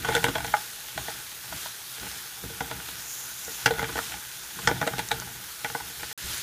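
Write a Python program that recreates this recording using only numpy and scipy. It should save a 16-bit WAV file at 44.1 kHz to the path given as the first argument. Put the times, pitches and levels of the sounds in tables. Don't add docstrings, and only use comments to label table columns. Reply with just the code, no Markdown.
import sys
import numpy as np
from scipy import signal
from scipy.fft import rfft, irfft, next_fast_len
from scipy.io import wavfile
from scipy.ndimage import uniform_filter1d, map_coordinates

SR = 44100
rng = np.random.default_rng(int(sys.argv[2]) if len(sys.argv) > 2 else 0)


def boost(x):
    u = np.asarray(x, float) / 20
    return 10 ** u


def unload_wav(signal):
    wavfile.write(
        sys.argv[1],
        SR,
        np.round(np.clip(np.atleast_2d(signal).T, -1, 1) * 32767).astype(np.int16),
    )


N = 283122

# mode_hz, width_hz, level_db
BOWL_MODES = [(131, 16, -5), (273, 30, -11), (455, 17, 0), (600, 90, -17), (350, 60, -17)]
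FLOOR_MODES = [(647, 55, -6), (839, 46.4, 2), (951, 57, -4), (1114, 270, -12)]
WALL_MODES = [(1288, 290, -3.5), (1474, 71, 7.5), (1666, 250, -1.5), (1900, 162, 1), (2104, 99, -1.5),
              (2334, 110, -2.5)]
EDGE_MODES = [(2695, 180, -1.5), (3364, 305, 3), (4090, 680, -2), (5170, 2000, -6.5), (7080, 3200, -7.5),
              (11800, 7800, -18.5)]


def unit(x):
    return x / np.sqrt(np.mean(x ** 2) + 1e-20)


def along(points, hz):
    f, v = np.transpose(points)
    return np.interp(np.log(hz + 1), np.log(f + 1), v)


def wobble(knots_per_s):
    knots = rng.standard_normal(int(N * knots_per_s / SR) + 4)
    return map_coordinates(knots, [np.arange(N) * knots_per_s / SR])


def filtered(x, response):
    m = next_fast_len(len(x) + 8192)
    return irfft(rfft(x, m) * response(np.fft.rfftfreq(m, 1 / SR)), m)[:len(x)]


def coloured(x, spectrum):
    return unit(filtered(x, lambda hz: boost(along(spectrum, hz))))


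def swells(rows, rest_db, rise_db_s, fall_db_s):
    t = np.linspace(0, N / SR, num=3000)
    power = boost(2 * rest_db)
    for start_s, hold_s, db in rows:
        rise_db = rise_db_s * np.maximum(start_s - t, 0)
        fall_db = fall_db_s * np.maximum(t - start_s - hold_s, 0)
        power = power + boost(2 * (db - rise_db - fall_db))
    return np.interp(np.arange(N) / SR, t, 10 * np.log10(power))


def ringing(modes, scatter_db=0, detune=0, damping=1):
    chance = rng.standard_normal((len(modes), 2))
    hz, width_hz, db = np.transpose(modes)
    hz = hz * (1 + detune * chance[:, 0])
    width_hz = width_hz * damping
    gain = boost(db + scatter_db * chance[:, 1])

    def response(f):
        total = 0
        for k in range(len(modes)):
            loss = 1j * f * width_hz[k]
            total = total + (-1) ** k * gain[k] * loss / (hz[k] ** 2 - f * f + loss)
        return total
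    return response


def crackle(clicks_per_s, spread_db, share, patchy_db):
    z = signal.stft(rng.standard_normal(N), nperseg=512)[2]
    field = uniform_filter1d(uniform_filter1d(rng.standard_normal(z.shape), 6, 0), 12, 1)
    bed = signal.istft(z * boost(patchy_db * unit(field)), nperseg=512)[1][:N]
    bursts = rng.random(N) < clicks_per_s / SR
    size_db = spread_db * np.minimum(rng.exponential(size=N), 4)
    clicks = bursts * boost(size_db) * rng.standard_normal(N)
    return np.sqrt(1 - share) * unit(bed) + np.sqrt(share) * unit(clicks)


def kitchen(x):
    # band_hz, t60_s
    decay = [(200, 0.25), (2000, 0.15), (10000, 0.084)]
    hz, t, z = signal.stft(rng.standard_normal(SR // 2), SR, nperseg=256)
    fade = boost(-60 * t / along(decay, hz)[:, None])
    tail = signal.istft(z * fade, SR, nperseg=256)[1]
    delayed = np.pad(x, (300, 0))
    return signal.fftconvolve(delayed, tail / np.linalg.norm(tail))[:N]


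def appliance_hum():
    # band_hz, density_db
    spectrum = [(105, -42), (120, -8), (127, 2), (134, -7), (150, -39)]
    return boost(-66) * coloured(rng.standard_normal(N), spectrum)


def thumps():
    # start_s, peak_db, pitch_hz
    bumps = [
        (6.243, -35, 70.1),
        (6.257, -38, 66.2),
        (6.276, -36, 92),
        (6.286, -36, 74.6),
        (6.304, -38, 70),
    ]
    out, t = np.zeros(N + SR), np.arange(3000) / SR
    for s, db, hz in bumps:
        push = boost(db - 1.5 - 60 * t / 0.084) * np.sin(2 * np.pi * hz * t)
        out[round(s * SR):][:len(t)] += push
    return out[:N]


def pops():
    # start_s, peak_db, pitch_hz
    droplets = [(0.4663, -20, 5850), (1.453, -35, 3500), (1.9994, -22, 4750), (2.1155, -20, 5230),
                (2.8868, -39, 3700), (3.4496, -20, 6550), (3.5558, -28, 6500), (5.088, -15, 6700),
                (5.2001, -16, 6300), (6.2991, -28, 4920), (6.3147, -34, 4980), (6.3264, -25, 5500),
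                (6.3324, -22, 4820), (6.3444, -29, 6740), (6.3805, -17, 8600)]
    out, t = np.zeros(N + SR), np.arange(200) / SR
    for s, db, hz in droplets:
        burst = boost(db + 0.5 - 60 * t / 0.002) * np.sin(2 * np.pi * hz * t)
        out[round(s * SR):][:len(t)] += burst
    return out[:N]


def frying():
    # band_hz, density_db
    fizz_spectrum = [(120, -54), (200, -18), (279, -19), (378, -9), (458, -16), (512, -13.5), (715, -11),
                     (774, -29), (953, -8), (1540, 0), (2080, -4.5), (3460, -1), (9000, -6.5), (11700, -16),
                     (19800, -120)]
    hiss_spectrum = [(4000, -9.5), (6500, 1), (7800, -9), (10000, 2.5), (11500, 1), (14600, 2),
                     (15300, -1.5)]
    jet_spectrum = [(4800, -22.5), (5800, -5.5), (6700, 0), (7450, -4.5), (7900, -18)]
    # start_s, hold_s, over_simmer_db
    flares = [(.13, .11, 3), (.5, 0.14, 1), (1.01, 0.12, 0), (1.56, 0.096, 3), (2.02, 0.16, 0),
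              (2.88, 0.15, -2), (3.52, .13, -1), (3.99, 0.1, 4.5), (4.62, 0.043, 0), (5.08, 0.077, -9),
              (5.65, .1, -4.5), (6.04, 0.066, -0.5), (6.19, 0.07, -1), (6.32, 0.063, 7.5)]
    # start_s, hold_s, level_db
    jets = [
        (3.1, 0.039, -40),
        (3.2, 0.36, -44.5),
        (4.25, .4, -50.5),
        (6.34, .03, -44.5),
    ]
    boil_db = swells(flares, rest_db=0.5, rise_db_s=87, fall_db_s=110)
    jet_db = swells(jets, rest_db=-60, rise_db_s=130, fall_db_s=90)
    surge = wobble(25)
    fizz_db = -48.5 + boil_db + 5.0 + 0.34 * surge
    simmer_hiss_db = -42.5 + 0.48 * boil_db
    jet_share = 0.72
    hiss_db = 10 * np.log10(boost(2 * simmer_hiss_db) + jet_share * boost(2 * jet_db)) + 0.6 * surge
    fizz = boost(fizz_db) * coloured(crackle(1500, 2.3, 0.21, patchy_db=1.5), fizz_spectrum)
    hiss = boost(hiss_db) * coloured(crackle(2600, 2.6, 0.26, patchy_db=1.2), hiss_spectrum)
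    jet = boost(jet_db + wobble(40)) * coloured(crackle(2300, 2.3, 0.078, patchy_db=1.5), jet_spectrum)
    return fizz + hiss + jet


def stirring():
    # start_s, hold_s, scrape_db, rock_db
    strokes = [(0, .04, -43, -38), (0.094, .03, -35.5, -38), (0.172, 0.017, -52, -35),
               (0.288, 0.027, -40, -36), (0.377, 0.11, -42.5, -41.5), (0.977, 0.016, -54, -40.5),
               (1.105, .01, -47, -46), (1.52, 0.026, -54, -44), (2.03, 0.014, -49, -42),
               (2.2, .02, -56, -59), (2.458, 0.034, -58, -40), (2.63, .02, -56, -41),
               (2.71, .02, -42, -40.5), (2.835, 0.16, -52, -49.5), (3.482, 0.017, -49.5, -47.5),
               (3.59, .015, -48, -66), (3.677, .04, -43, -37.5), (3.773, 0.075, -39.5, -39),
               (3.9, 0.085, -52, -40), (4.1, 0.069, -47, -48.5), (4.564, .015, -48.5, -44),
               (4.688, 0.016, -43, -30.5), (4.77, .04, -40, -45), (4.923, 0.079, -42, -38),
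               (5.145, .02, -42.5, -39), (5.25, 0.13, -50.5, -47), (5.686, 0.0087, -70, -46),
               (5.83, .02, -49.5, -45), (5.995, .04, -49, -45), (6.253, 0.041, -50, -41.5)]
    # band_hz, density_db
    hob_spectrum = [(15, -47), (25, -34), (59, 2), (97, -6), (124, 3), (156, -8.5), (182, 1), (217, -13),
                    (270, -8.5), (300, -9.5), (390, -9), (660, -120)]
    scrapes = [(s, hold, db) for s, hold, db, _ in strokes]
    rocks = [(s, hold, db) for s, hold, _, db in strokes]
    scrape_db = swells(scrapes, rest_db=-53, rise_db_s=168, fall_db_s=153)
    rock_db = swells(rocks, rest_db=-58.5, rise_db_s=333, fall_db_s=110)
    drag = boost(1.9 * wobble(60)) * crackle(900, 2.4, 0.55, patchy_db=3.5)
    parts = [(BOWL_MODES, -1.5), (FLOOR_MODES, 0.8), (WALL_MODES, -1.5), (EDGE_MODES, -9)]
    pan = sum(boost(db) * filtered(drag, ringing(modes, damping=1.43)) for modes, db in parts)
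    rock = coloured(boost(1.6 * wobble(30)) * rng.standard_normal(N), hob_spectrum)
    return boost(scrape_db + 0.5) * unit(pan) + boost(rock_db - 2.9) * rock


def contacts():
    # start_s, peak_db, weight_db, sharpness_db
    floor_taps = [(.142, -23, -24, -12), (.177, -22, -14, -17), (.381, -22, -29, -13),
                  (.538, -7.5, -32.5, -33), (.976, -21, -23.5, -11.5), (1.082, -23.5, -14.5, -18),
                  (1.657, -28, -33, -26), (2.029, -34, -11, -12), (2.065, -35, -10, -13),
                  (3.676, -18.5, -17, -27), (3.955, -22.5, -10, -22), (3.969, -26, -24, -11),
                  (4.139, -28.5, -36, -10), (4.712, -18, -4.5, -17), (4.814, -16.5, -11, -15.5),
                  (4.982, -26.5, -7, -4.5), (5.272, -35, -18, -14), (5.749, -18, -15.5, -26)]
    floor_skids = [(.047, -18, -19, -14), (.086, -17.5, -5.5, -15), (.228, -26, -19, -13),
                   (.283, -20, -4.5, -9.5), (.352, -16.5, -13.5, -11), (.445, -23.5, -17, -9),
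                   (1.523, -26.5, -21, -20), (2.605, -19, -12.5, -15), (2.711, -24, -15.5, -13),
                   (3.707, -18, -3, -12.5), (3.827, -19, -8.5, -16), (3.891, -26.5, -11, -15),
                   (4.587, -28.5, -17, -18), (4.689, -16.5, -30, -27), (4.873, -15.5, -41, -11.5),
                   (4.991, -19, -33, -8.5), (5.114, -14.5, -17.5, -7.5), (5.8, -27, -29, -23)]
    wall_taps = [(.241, -9.5, -13.5, -10.5), (.264, -17.5, -12, -29), (.403, -22.5, -30, -17),
                 (.567, -28.5, -33, -8), (.883, -35.5, -39, -4), (1.981, -35, -13, -9),
                 (2.437, -32.5, -4.5, -37), (2.501, -41, 0, -8), (2.799, -30.5, -22, -18),
                 (2.886, -32, -15, -5.5), (3.479, -32, -6.5, -29), (3.792, -15.5, -18, -17.5),
                 (3.816, -22, -21, -19), (3.842, -19.5, -27, -14.5), (3.978, -20, -13, -19),
                 (3.988, -15.5, -24, -24), (4.826, -16, -13, -29), (4.935, -20.5, -19.5, -30),
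                 (5.108, -21, -26, -41), (5.219, -27.5, -36, -21), (5.645, -16, -19.5, -16),
                 (5.699, -26, -17, -22), (5.899, -35.5, -13, -19), (6.03, -23, -19.5, -19)]
    rim_skids = [(.15, -11, -13, -8.5), (.164, -14.5, -12.5, -17), (3.659, -4.5, -19.5, -12),
                 (4.119, -27, -29, -8.5), (4.673, -5, -18, -14), (4.865, -22.5, -4.5, -17),
                 (6.11, -29, -20, -18)]
    tap_chatter_db, skid_chatter_db = -18.5, -12
    on_floor_db, on_wall_db, on_rim_db = -10.5, -16, -18
    kinds = [(floor_taps, on_floor_db, tap_chatter_db), (floor_skids, on_floor_db, skid_chatter_db),
             (wall_taps, on_wall_db, tap_chatter_db), (rim_skids, on_rim_db, skid_chatter_db)]
    blows = []
    for rows, floor_db, chatter_db in kinds:
        for s, db, weight_db, sharp_db in rows:
            blows.append((s, db, weight_db, floor_db, sharp_db, chatter_db))
    return sorted(blows)


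def knocks():
    out, t = np.zeros(N + SR), np.arange(7000) / SR
    onset = t < 0.014
    push = 5.7 * (np.arange(len(t)) == 20)
    settle = 1 / (1 + (t / 0.026) ** 4)
    for s, db, bowl_db, floor_db, edge_db, chatter_db in contacts():
        noise, grain = rng.standard_normal((2, len(t)))
        crack = noise * boost(-60 * t / 0.0088) * (1 - np.exp(-t / 0.00032))
        rattle = boost(chatter_db - 60 * t / 0.064) * (1 - np.exp(-t / 0.0013))
        chatter = noise * grain ** 2 * rattle
        soft_hz = 3000 * boost(0.3 * (edge_db + 15))
        blow = push + 0.64 * crack + chatter
        dull = filtered(blow, lambda f: 1 / (1 - (f / soft_hz) ** 2 + 1.4j * f / soft_hz) ** 2)
        bright = crack + 1.27 * chatter
        parts = [(dull, BOWL_MODES, bowl_db - 3.5, 1), (dull, FLOOR_MODES, floor_db - 0.8, settle),
                 (dull, WALL_MODES, -13, settle), (bright, EDGE_MODES, edge_db - 5.0, 1)]
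        for force, modes, part_db, mute in parts:
            ring = mute * filtered(force, ringing(modes, scatter_db=2.5, detune=0.008))
            out[round(s * SR):][:len(t)] += boost(db + part_db) * ring / np.std(ring[onset])
    return out[:N]


def scene():
    hits = knocks()
    room = boost(-13.5) * kitchen(hits)
    mono = hits + room + stirring() + thumps() + frying() + pops() + appliance_hum()
    return np.array([mono, mono])


def roll_off(x):
    return signal.sosfilt(signal.butter(12, 16460, fs=SR, output="sos"), x)


def record(dry):
    # start_s, end_s
    gap = (6.1295, 6.1765)
    t = np.arange(N) / SR
    gate = np.clip(np.maximum(gap[0] - t, t - gap[1]) / 0.00036, 0, 1)
    mono = gate * filtered(dry[0], lambda hz: hz < 15330)
    return roll_off(np.array([mono, mono]))


dry = scene()
out = record(dry)
unload_wav(out)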